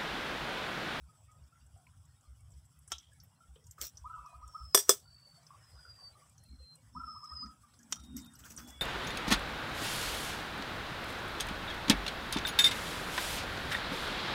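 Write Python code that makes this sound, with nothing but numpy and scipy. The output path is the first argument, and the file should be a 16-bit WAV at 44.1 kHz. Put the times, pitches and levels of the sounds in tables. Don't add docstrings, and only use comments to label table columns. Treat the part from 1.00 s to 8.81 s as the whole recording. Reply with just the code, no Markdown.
import sys
import numpy as np
from scipy import signal
from scipy.fft import rfft, irfft, next_fast_len
from scipy.io import wavfile
from scipy.ndimage import uniform_filter1d, map_coordinates

SR = 44100
rng = np.random.default_rng(int(sys.argv[2]) if len(sys.argv) > 2 else 0)


def volts_from_decibels(level):
    exponent = np.asarray(level, float) / 20
    return 10 ** exponent


def store_pcm(level_fs):
    pcm = np.round(np.clip(level_fs, -1, 1) * 32767).astype(np.int16)
    wavfile.write(sys.argv[1], SR, np.atleast_2d(pcm).T)


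N = 344421


def unit(x):
    return x / np.sqrt(np.mean(x ** 2) + 1e-20)


def curves(rows, t):
    s, *columns = np.transpose(rows)
    return [np.interp(t, s, column) for column in columns]


def wobble(rate, size=N):
    knots = rng.standard_normal(int(size * rate / SR) + 4)
    return map_coordinates(knots, [np.arange(size) * rate / SR])


def white_noise(t):
    return rng.standard_normal(len(t))


def coloured(x, spectrum):
    m = next_fast_len(len(x) + 4096)
    f, db = np.transpose(spectrum)
    gain = volts_from_decibels(np.interp(np.log(np.fft.rfftfreq(m, 1 / SR) + 1), np.log(f + 1), db))
    return unit(irfft(rfft(x, m) * gain, m)[:len(x)])


def rush(spectrum, patchy_db):
    z = signal.stft(rng.standard_normal(N + 512), nperseg=512)[2]
    field = uniform_filter1d(rng.standard_normal(z.shape), 5, 0)
    field = uniform_filter1d(field, 9, 1)
    patchy = signal.istft(z * volts_from_decibels(patchy_db * unit(field)), nperseg=512)[1]
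    return coloured(patchy[:N], spectrum)


def add(track, s, sound):
    spot = track[round(s * SR):][:len(sound)]
    spot += sound[:len(spot)]


def dying(t, t60, attack):
    return volts_from_decibels(-60 * t / t60) * (1 - np.exp(-t / attack))


def ringing(hz, db, t60, t, attack):
    phase = 2 * np.pi * rng.random((len(hz), 1))
    tones = np.sin(2 * np.pi * hz[:, None] * t + phase)
    return np.sum(volts_from_decibels(db)[:, None] * dying(t, t60[:, None], attack) * tones, axis=0)


def chirps(events, rise):
    out = np.zeros(N)
    for s, db, hz, length in events:
        size = max(length, .008) * SR
        u = np.arange(round(size)) / size
        pitch = hz * (1 + rise * (np.sqrt(u) - .7))
        swell = np.sin(np.pi * u ** 0.69)
        add(out, s - .004, volts_from_decibels(db) * swell * np.sin(2 * np.pi * np.cumsum(pitch) / SR))
    return out


def echoes(x, t60, wet_db, lumpy_db):
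    t = np.arange(SR // 3) / SR
    tail = white_noise(t) * dying(t, t60, 1 / 120) * volts_from_decibels(lumpy_db * wobble(150, size=len(t)))
    return x + volts_from_decibels(wet_db) * signal.fftconvolve(x, tail / np.linalg.norm(tail))[:N]


# (frequency [Hz], level [dB])
HUM_TONE = [(90, -27.5), (120, -3), (148, 3.5), (190, -12.5), (300, -22.5), (500, -45.5)]


def far_hum():
    return volts_from_decibels(-72.0 + 2.5 * wobble(7.1)) * rush(HUM_TONE, patchy_db=1.5)


# (time [s], peak level [dB])
WIND_THUMPS = [(0.009, -50), (0.25, -64), (0.41, -54), (0.627, -60), (1.277, -51.5), (1.537, -49.5),
               (1.764, -58.5), (1.925, -53), (2.487, -51), (2.657, -59), (2.798, -52), (3.015, -48),
               (3.178, -53), (3.342, -51.5), (3.425, -47.5), (3.606, -44), (4.741, -53.5), (5.496, -47.5),
               (5.583, -49), (5.951, -50.5), (6.015, -51), (6.317, -48), (6.441, -50.5), (6.995, -50.5),
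               (7.086, -51), (7.154, -50.5), (7.378, -56.5), (7.577, -55), (7.679, -53), (7.755, -52)]
# (frequency [Hz], level [dB])
THUMP_TONE = [(12, -60), (20, -24), (27, -29), (47, -20.5), (64, -3), (120, -3.5), (160, -40), (260, -120)]


def wind_thumps():
    puffs = [(s, db, 66 + 4 * rng.standard_normal(), 0.087) for s, db in WIND_THUMPS]
    rumble = volts_from_decibels(-69 + 9.9 * np.tanh(wobble(12))) * rush(THUMP_TONE, patchy_db=1.74)
    return chirps(puffs, rise=0.011) + rumble


# (time of peak [s], peak level [dB], half length [s])
GUSTS = [
    (2.573, -91, 0.045),
    (2.822, -68, 0.015),
    (5.527, -57, 0.029),
    (5.985, -50.5, 0.031),
    (6.069, -58, 0.028),
    (6.446, -50.5, 0.052),
    (6.983, -71, 0.33),
    (7.158, -46, 0.11),
    (7.633, -54.5, 0.16),
]
# (frequency [Hz], level [dB])
BUFFET_TONE = [(76, -35.5), (130, -10.5), (242, 2), (318, -12.5), (450, -37.5), (580, -70), (990, -120)]


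def wind_buffets():
    t = np.arange(N) / SR
    breeze = volts_from_decibels(np.interp(t, [5.73, 5.95], [-85, -76.5]))
    gusts = sum(volts_from_decibels(db - 14 * np.abs(t - s) / half) for s, db, half in GUSTS)
    return (breeze + gusts) * rush(BUFFET_TONE, patchy_db=3.5)


# (time [s], level [dB])
WASH = [(0, -74), (2.6, -76.5), (3.3, -70.5), (4.1, -74.5), (4.55, -66.5), (5.2, -67), (5.45, -75.5),
        (6.4, -71), (6.9, -69.5), (7.0, -67.5), (7.3, -67.5), (7.45, -66.5), (7.81, -58)]
# (frequency [Hz], level [dB])
LAPPING_TONE = [(150, -43), (250, -13), (393, -11), (605, -7), (1300, -5.5), (1420, -3.5), (1780, -12.5),
                (3500, -22.5), (4550, -50.5), (7700, -120)]
# (frequency [Hz], level [dB])
HISS_TONE = [(1500, -38.5), (2500, -16.5), (3300, -6), (4100, -19.5), (5300, -3), (6400, -9.5),
             (7350, -11.5), (7600, 2), (8200, -0.5), (9100, -9), (10400, -4), (11000, -17.5), (14900, -14),
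             (15700, -21)]


def washing_water():
    wash_db, = curves(WASH, np.arange(N) / SR)
    lapping = volts_from_decibels(wash_db - 4.0) * rush(LAPPING_TONE, patchy_db=4)
    fine_hiss = unit(volts_from_decibels(1.6 * wobble(40)) * rush(HISS_TONE, patchy_db=2.2))
    return lapping + volts_from_decibels(-73.5 + 0.42 * (wash_db + 71)) * fine_hiss


def debris():
    place, pitch, size, life = rng.random((4, 1200))
    s = place * N / SR
    busy_db, = curves(WASH, s)
    db = -84 + .7 * (busy_db + 70) - 3 * np.log(size + .02)
    crumbs = chirps(np.transpose([s, db, 600 * 17 ** pitch, .008 + .014 * life]), rise=.05)
    return echoes(crumbs, t60=.1, wet_db=1.5, lumpy_db=3)


# (time [s], peak level [dB], pitch [Hz])
PLOPS = [(0.527, -64, 1366), (0.765, -61, 733), (0.871, -66.5, 1015), (1.238, -70.5, 1204),
         (2.12, -67.5, 1687), (2.409, -59, 1363), (2.564, -56.5, 474), (2.785, -48.5, 1250),
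         (3.294, -63.5, 720), (3.33, -60.5, 702), (4.056, -67, 1416), (4.27, -67.5, 575),
         (4.377, -65.5, 694), (4.509, -48, 1118), (4.547, -56, 1120), (4.793, -59, 1486),
         (4.855, -50, 1440), (4.989, -61, 1103), (5.156, -58, 1198), (5.223, -58.5, 1165),
         (5.605, -64, 520), (5.78, -68.5, 535), (6.799, -66, 1674), (6.969, -52.5, 1310)]


def water_plops():
    plops = [(s, db, hz, 0.0068 * 0.15 * max(-45.5 - db, 0)) for s, db, hz in PLOPS]
    return echoes(chirps(plops, rise=.08), t60=.2, wet_db=-1.5, lumpy_db=3)


# (time [s], peak level [dB], pitch [Hz])
COO_NOTES = [(3.057, -41, 1244), (3.1923, -44.5, 1275), (3.261, -47.5, 1204), (3.3422, -50, 1252),
             (3.429, -47, 1256), (3.5491, -38.5, 1282), (5.965, -40, 1274), (6.1635, -44.5, 1230),
             (6.2348, -43.5, 1234), (6.318, -43, 1262), (6.429, -43, 1278)]
CALL_STARTS = [3.053, 5.962]
# (time [s], peak level [dB], pitch [Hz])
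COO_THROBS = [(0.091, -63, 1264), (0.287, -64, 1257), (0.314, -62, 1244), (3.102, -42, 1317),
              (3.131, -52, 1444), (3.1409, -41.5, 1282), (3.164, -54, 1002), (3.177, -49.5, 1177),
              (3.579, -54, 1245), (3.6347, -64, 1163), (6, -42, 1353), (6.0371, -41.5, 1321),
              (6.0779, -41, 1240), (6.1, -45, 1305), (6.4539, -51, 1288), (6.501, -67, 1220),
              (6.636, -58.5, 1189)]


def dove():
    low = []
    for s, db, hz in COO_NOTES:
        since_start = min(s - start for start in CALL_STARTS if s > start - .01)
        low_db = -44 - 14 * (1 - np.exp(-since_start / 0.22))
        low.append((s - .011, low_db, 998, 0.024))
    notes = chirps([(*note, 0.03) for note in COO_NOTES], rise=0.18)
    throbs = chirps([(*throb, .03) for throb in COO_THROBS], rise=0.0068)
    return echoes(notes + throbs + chirps(low, rise=0.05), t60=0.3, wet_db=-6, lumpy_db=6)


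def whistle(length, first_hz, last_hz, db, trill_hz, clean_s, flare_db, step_hz, swell_share):
    t = np.arange(0, length, 1 / SR)
    u = t / length
    clean = np.clip((t - length + clean_s) / 0.031, 0, 1)
    depth = .6 + (.1 - .6) * clean
    trill_rate = np.interp(u, [0, 1], trill_hz) * np.exp(.25 * wobble(30, size=len(t)))
    turn = 2 * np.pi * np.cumsum(trill_rate) / SR
    pulses = (1 + depth * np.cos(turn)) / np.sqrt(1 + depth ** 2 / 2)
    pitch = first_hz + (last_hz - first_hz) * u ** .65 - step_hz * clean + 85 * depth * np.sin(turn)
    tone = np.sin(2 * np.pi * np.cumsum(pitch) / SR)
    level_db = db - 22 * np.exp(-3 * u / swell_share) + flare_db * clean + 2.4 * wobble(40, size=len(t))
    edges = np.clip(np.minimum(t, length - t) / 0.017, 0, 1)
    return np.sqrt(2) * volts_from_decibels(level_db) * pulses * edges * tone


# (start [s], length [s], first pitch [Hz], last pitch [Hz], level [dB])
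FALLING_WHISTLES = [
    (3.04, .33, 2850, 2530, -80),
    (3.4, .43, 5790, 4990, -61),
    (4.58, .515, 5260, 4660, -62.5),
    (5.92, .545, 5380, 5060, -55),
]
# (end [s], pitch [Hz], level [dB], clear ending [s], ending above the trill [dB])
LEVEL_WHISTLES = [
    (4.39, 4560, -65, .08, -5),
    (5.755, 4200, -71, .17, 7),
    (7.31, 3730, -68, .07, 6),
    (7.97, 3420, -65, .07, 0),
]


def bird_of_prey():
    out = np.zeros(N)
    for s, *call in FALLING_WHISTLES:
        add(out, s, whistle(*call, trill_hz=(95, 60), clean_s=.115, flare_db=7, step_hz=80, swell_share=.6))
    length = .4
    for end, hz, db, clean_s, flare_db in LEVEL_WHISTLES:
        call = whistle(length, hz, hz * (1 - .008), db, (50, 40), clean_s, flare_db, step_hz=30, swell_share=.3)
        add(out, end - length, call)
    return echoes(out, t60=.16, wet_db=-3, lumpy_db=4)


# (start [s], length [s], level [dB])
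RUMMAGING = [
    (2.64, .1, -73.5),
    (2.883, .42, -78),
    (4.152, .4, -86),
    (4.697, 0.79, -81),
    (6.933, 0.13, -66),
    (7.166, 0.11, -67),
    (7.328, 0.29, -72),
]


def rummage():
    out, t = np.zeros(N), np.arange(SR // 40) / SR
    for s, length, level_db in RUMMAGING:
        when, size = rng.random((2, 400))
        draw = rng.standard_normal((400, 7))
        clump_db = 3 * wobble(13.1, size=SR)
        for k, (pitch, life, *partials) in enumerate(draw[:round(length * 410)]):
            hz = np.clip(6580 * 2 ** (0.54 * pitch + 0.4 * np.array(partials)), 900, 15000)
            after = when[k] * length
            db = level_db - 2 * np.log(size[k] + 0.02) + clump_db[round(after * SR)]
            t60 = 0.017 * np.exp(.4 * life)
            add(out, s + after, ringing(hz, np.full(len(hz), db), np.full(len(hz), t60), t, .002))
    return out


# (time [s], peak level [dB], brightest pitch [Hz], knock [dB])
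CLINKS = [(1.877, -38.5, 8400, -16), (1.9827, -36, 5860, -22), (2.2012, -42, 5470, -28),
          (2.5578, -51.5, 3210, -8), (2.9712, -34.5, 5920, -23), (3.881, -51.5, 965, -12),
          (4.4663, -48, 5230, -12), (5.3795, -49, 6400, -14.5), (6.4593, -47.5, 5280, -2),
          (6.7376, -54, 5040, -3.5), (7.336, -47.5, 8860, -40), (7.4384, -46, 3080, -30),
          (7.4555, -48, 4970, -20), (7.564, -34.5, 8900, -30), (7.576, -31, 6290, -13)]
# (time [s], peak level [dB], brightest pitch [Hz], knock [dB])
SCRAPES = [(2.7108, -35.5, 7380, -41), (7.1664, -28.5, 6480, -25), (7.2459, -48, 3600, -16),
           (7.3536, -44, 5690, -28), (7.39, -46, 7900, -29), (7.501, -40, 6300, -18),
           (7.5986, -41.5, 5170, 6.5), (7.675, -45, 8450, 1), (7.7061, -55, 3470, 4)]
# (time [s], peak level [dB], brightest pitch [Hz], time to fall 60 dB [s], knock [dB])
HOLLOW_SHELLS = [
    (1.93, -40, 3300, 0.5, -25),
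    (2.8135, -35, 3070, 0.08, -8),
]
# (time [s], peak level [dB], brightest pitch [Hz])
TICKS = [(0.8674, -49, 2430), (1.5195, -52.5, 7530), (1.7898, -50, 10100), (2.133, -49, 8560),
         (2.2352, -46.5, 13900), (2.641, -53, 5730), (2.668, -44.5, 7150), (2.9546, -55, 5200),
         (3.26, -48, 5600), (3.4775, -43, 7330), (4.43, -53.5, 6000), (5.2948, -47.5, 8500),
         (5.4363, -47.5, 10600), (5.7548, -42.5, 8740), (6.2432, -44.5, 5820), (6.7903, -44.5, 7000),
         (6.8303, -45, 6670), (7.19, -46, 6150), (7.2183, -44.5, 8700), (7.5294, -58, 6300),
         (7.7648, -67, 7900),
         (0.3157, -51, 7760), (0.4389, -56, 5200), (0.6644, -51.5, 8060), (0.7746, -54, 7930),
             (1.0294, -61, 8100), (1.053, -52, 7960), (1.2094, -54, 7880), (1.4057, -54, 8000),
             (1.5044, -51, 8080), (1.539, -56, 5100), (1.653, -51, 8000), (1.7194, -60, 7980)]
# (frequency [Hz], level [dB])
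ROCK_TONE = [(120, -49.5), (200, -29), (409, -15.5), (1100, -11), (2910, -17.5), (3490, -6), (3970, -17),
             (5840, -2.5), (6880, -11.5), (7970, -4.5), (10100, -15.5), (14900, -14.5), (16000, -22.5)]


def touches():
    drag = lambda db: 2.0 + 0.079 * max(-37.5 - db, 0)
    return ([(*row, -22, 0.047 * drag(row[1])) for row in CLINKS]
            + [(*row, -1.5, 0.031 * drag(row[1])) for row in SCRAPES]
            + [(s, db, hz, knock_db, -30, t60) for s, db, hz, t60, knock_db in HOLLOW_SHELLS]
            + [(*row, -30, -12, 0.072) for row in TICKS])


def light_touches():
    out, t = np.zeros(N + SR), np.arange(SR // 5) / SR
    clumps = volts_from_decibels(3 * wobble(170))
    fizz_tone = [(9000, -81), (11500, 0.5), (12300, 9.0), (13000, -4), (15500, -16.5)]
    knock_tone = [(190, -33), (320, 4.5), (620, -24.5), (1250, 2.5), (2200, -10.0), (3500, -29.5)]
    for s, db, hz, knock_db, fizz_db, t60 in touches():
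        slope_db = np.interp(db, [-44, -20], [34, 13])
        band = [(hz / 4, -2 * slope_db), (hz / 0.98, 0), (hz * 0.81, 0), (hz * 4, -2 * slope_db)]
        grit = coloured(coloured(white_noise(t), ROCK_TONE), band)
        fizz = volts_from_decibels(fizz_db) * coloured(white_noise(t), fizz_tone)
        knock = volts_from_decibels(knock_db) * coloured(white_noise(t), knock_tone)
        draw = rng.standard_normal((3, 5))
        shell_t60 = .35 * t60 * np.exp(.2 * draw[2])
        shell = ringing(hz * np.exp(.1 * draw[0]), 3 * draw[1], shell_t60, t, .0008)
        hit = dying(t, 0.24 * t60, 0.0032)
        trail = 0.099 * dying(t, 1.6 * t60, 0.0038) * np.roll(clumps, -round(s * SR))[:len(t)]
        add(out, s - .0006, volts_from_decibels(db - 5) * ((grit + fizz + knock) * (hit + trail) + 0.27 * shell))
    return out[:N]


# (start [s], peak time [s], end [s], level [dB], dull part [dB])
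GRINDS = [(1.903, 1.918, 1.921, -52, -6), (2.777, 2.784, 2.825, -68, 6), (2.785, 2.812, 2.815, -60, -8),
          (2.8115, 2.816, 2.845, -42, -8), (2.822, 2.828, 2.85, -47, -10), (2.836, 2.842, 2.865, -46, -15),
          (2.848, 2.854, 2.875, -45, -18), (2.86, 2.868, 2.905, -48, -20), (3.87, 3.892, 3.895, -45, -8),
          (6.9, 6.923, 6.926, -55, -8), (7.16, 7.172, 7.23, -50, -10), (7.385, 7.4, 7.43, -57, -10),
          (7.43, 7.46, 7.51, -54, -4), (7.497, 7.51, 7.56, -52, -10), (7.572, 7.585, 7.66, -52, -4),
          (7.67, 7.685, 7.76, -56, -6)]
# (frequency [Hz], level [dB])
CRUNCH_TONE = [(1500, -38), (2600, -9.5), (3300, -11), (4100, -14.5), (5500, -1), (8300, -6.5),
               (10000, -16), (12500, -10), (15600, -7.5), (16500, -30)]
# (frequency [Hz], level [dB])
DULL_TONE = [(200, -27), (330, -3.5), (560, -3.5), (800, -14.5), (1290, 1.5), (2500, -9.5), (4000, -41)]


def grinds():
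    out, t = np.zeros(N), np.arange(N) / SR
    bright = unit(volts_from_decibels(3 * wobble(700)) * rush(CRUNCH_TONE, patchy_db=4))
    dull = rush(DULL_TONE, patchy_db=3)
    for start, peak, end, db, dull_db in GRINDS:
        shape_db = np.interp(t, [start - .02, start, peak, end, end + .02], [-80, -17, 0, -17, -80])
        out += volts_from_decibels(db + shape_db) * (bright + volts_from_decibels(dull_db) * dull)
    return out


# (time [s], peak level [dB], brightest pitch [Hz])
SNAPS = [(2.8148, -18.5, 7630), (2.8203, -28, 7400), (2.8247, -24, 14500), (2.8285, -36.5, 6360),
         (2.8368, -50, 5590), (3.7478, -7, 7850), (3.758, -14.5, 5590), (3.7872, -28, 5600),
         (3.7956, -25.5, 5700), (3.8071, -26.5, 8080), (3.8259, -29.5, 5500), (3.8943, -1.5, 7400),
         (3.9008, -16.5, 7896), (3.9091, -19, 5330), (3.9188, -26, 5590), (3.9257, -27.5, 5680),
         (3.9377, -28, 5760), (6.9181, -49, 6970), (6.9579, -40.5, 5970), (7.3938, -44.5, 9600),
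         (7.4562, -44, 4950), (7.5775, -45, 6300)]


def snaps():
    out, t = np.zeros(N), np.arange(SR // 50) / SR
    for s, db, hz in SNAPS:
        crack = dying(t, 0.0017, .0001) * coloured(white_noise(t), CRUNCH_TONE)
        ring = volts_from_decibels(1.5) * dying(t, 0.0047, 0.00025) * np.sin(2 * np.pi * hz * t)
        add(out, s - .0002, volts_from_decibels(db) * (crack / np.abs(crack).max() + ring) / 1.5)
    return out


# (pitch [Hz], level [dB], time to fall 60 dB [s])
WIDE_SHELL = [(1351, -4, .045), (1650, -9, .02), (2300, -12, .02), (3140, -2, .025), (3375, -9, .06),
              (3650, -5, .02), (5340, 0, .035), (5475, -5, .05), (5895, -2, .035), (6056, -8, .06),
              (6379, -4, .03), (7200, -9, .02), (7900, -12, .025), (9351, -10, .025)]
# (pitch [Hz], level [dB], time to fall 60 dB [s])
THIN_SHELL = [(1230, -3.5, 0.025), (1890, -18.5, .03), (3157, 0, 0.016), (3600, -9, 0.044),
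              (5330, 3, 0.017), (5420, -6, 0.019), (5700, -18, 0.22), (5835, -2, 0.035), (7030, -1, 0.018),
              (8480, -8, 0.023)]
# (time [s], peak level [dB])
WIDE_TAPS = [
    (1.9188, -22.5),
    (1.9234, -27),
    (1.9272, -32),
]
# (time [s], peak level [dB])
THIN_TAPS = [
    (6.9239, -19),
    (6.9272, -24),
]
# (frequency [Hz], level [dB])
SHELL_CRACK_TONE = [(200, -33), (409, -14), (1200, -9), (2300, -14), (3300, -8), (4100, -16), (5800, -3),
                    (7200, -8), (8600, -8), (9800, -22), (15000, -24), (16000, -32)]


def shell_taps():
    out, t = np.zeros(N), np.arange(SR // 5) / SR
    for shell, hits in [(WIDE_SHELL, WIDE_TAPS), (THIN_SHELL, THIN_TAPS)]:
        for s, db in hits:
            crack = volts_from_decibels(5) * dying(t, .02, 0.00039) * coloured(white_noise(t), SHELL_CRACK_TONE)
            add(out, s, volts_from_decibels(db - 11.5) * (ringing(*np.transpose(shell), t, 0.00013) + crack))
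    return echoes(out, t60=.16, wet_db=-15, lumpy_db=4)


# (time [s], peak level [dB], crack [dB], crack fall time [s], scatter fall time [s])
BLOWS = [
    (3.7464, -3.5, 2, .03, .13),
    (3.7742, -14, 2, .03, .2),
    (3.8929, -5, 3, .015, .15),
    (3.8936, -25, 19, .008, .1),
]
# (pitch [Hz], level [dB], time to fall 60 dB [s])
FIRST_GRIP = [(398, -7, .07), (520, -15, .08), (641, -18, .07), (1007, -14, .05), (1150, -8, .025),
              (1300, -6, .028), (1750, -12, .05), (3451, -11, .08), (5060, -4, .05), (5435, -14, .1),
              (5800, -1, .08), (5720, -13, .2), (7795, -10, .04), (8215, -8, .1), (8660, -5, .045),
              (8865, -5, .065), (10610, -11, .06), (12135, -9, .08), (12600, -10, .055), (14470, -8, .05),
              (15020, -19, .08)]
# (pitch [Hz], level [dB], time to fall 60 dB [s])
SECOND_GRIP = [(398, -3, .07), (520, -11, .08), (640, -15, .08), (1003, -10, .045), (1145, -4, .025),
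               (1290, -2, .025), (1760, -20, .08), (3453, -6, .075), (5070, -4, .075), (5177, -10, .07),
               (5790, -12, .13), (6180, -15, .09), (6335, -15, .12), (7730, -3, .03), (7910, -10, .07),
               (8135, -11, .09), (9540, -12, .1), (11850, -9, .04), (12600, -15, .08), (15285, -10, .07)]
# (frequency [Hz], level [dB])
GRIT_TONE = [(200, -40.5), (409, -16), (1100, -21), (2910, -22), (3490, -11.5), (3970, -19.5), (5840, -5),
             (6880, -11.5), (7970, -3), (10100, -16.5), (14900, -14), (16000, -24.5)]


def hard_blows():
    out, t = np.zeros(N), np.arange(SR // 4) / SR
    grips = [FIRST_GRIP, FIRST_GRIP, SECOND_GRIP, SECOND_GRIP]
    flutter_db = 3 * np.minimum(t / .01, 1)
    for (s, db, crack_db, crack_t60, scatter_t60), grip in zip(BLOWS, grips):
        crack = volts_from_decibels(crack_db) * dying(t, crack_t60, .0004) * coloured(white_noise(t), ROCK_TONE)
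        uneven = volts_from_decibels(-9.5 + 3 * wobble(100, size=len(t)))
        scatter = uneven * dying(t, scatter_t60, 0.0038) * coloured(white_noise(t), GRIT_TONE)
        bar = np.zeros(len(t))
        for mode in grip:
            tone = ringing(*np.transpose([mode]), t, 0.0014)
            bar += volts_from_decibels(flutter_db * wobble(70, size=len(t))) * tone
        add(out, s, volts_from_decibels(db - 9.5) * (bar + crack + scatter))
    return echoes(out, t60=.14, wet_db=-18, lumpy_db=4)


def scene():
    wind = wind_thumps() + wind_buffets()
    water = far_hum() + washing_water() + debris() + water_plops()
    birds = dove() + bird_of_prey()
    hand = rummage() + light_touches() + grinds() + snaps() + shell_taps() + hard_blows()
    return (wind + water + birds + hand)[None]


def band_limit(x):
    return signal.sosfilt(signal.butter(12, 16800, fs=SR, output="sos"), x)


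def record(dry):
    top = np.fft.rfftfreq(N, 1 / SR) > 15750
    mix = irfft(rfft(dry) * volts_from_decibels(-20 * top), N)
    return band_limit(mix)


dry = scene()
out = record(dry)
store_pcm(out)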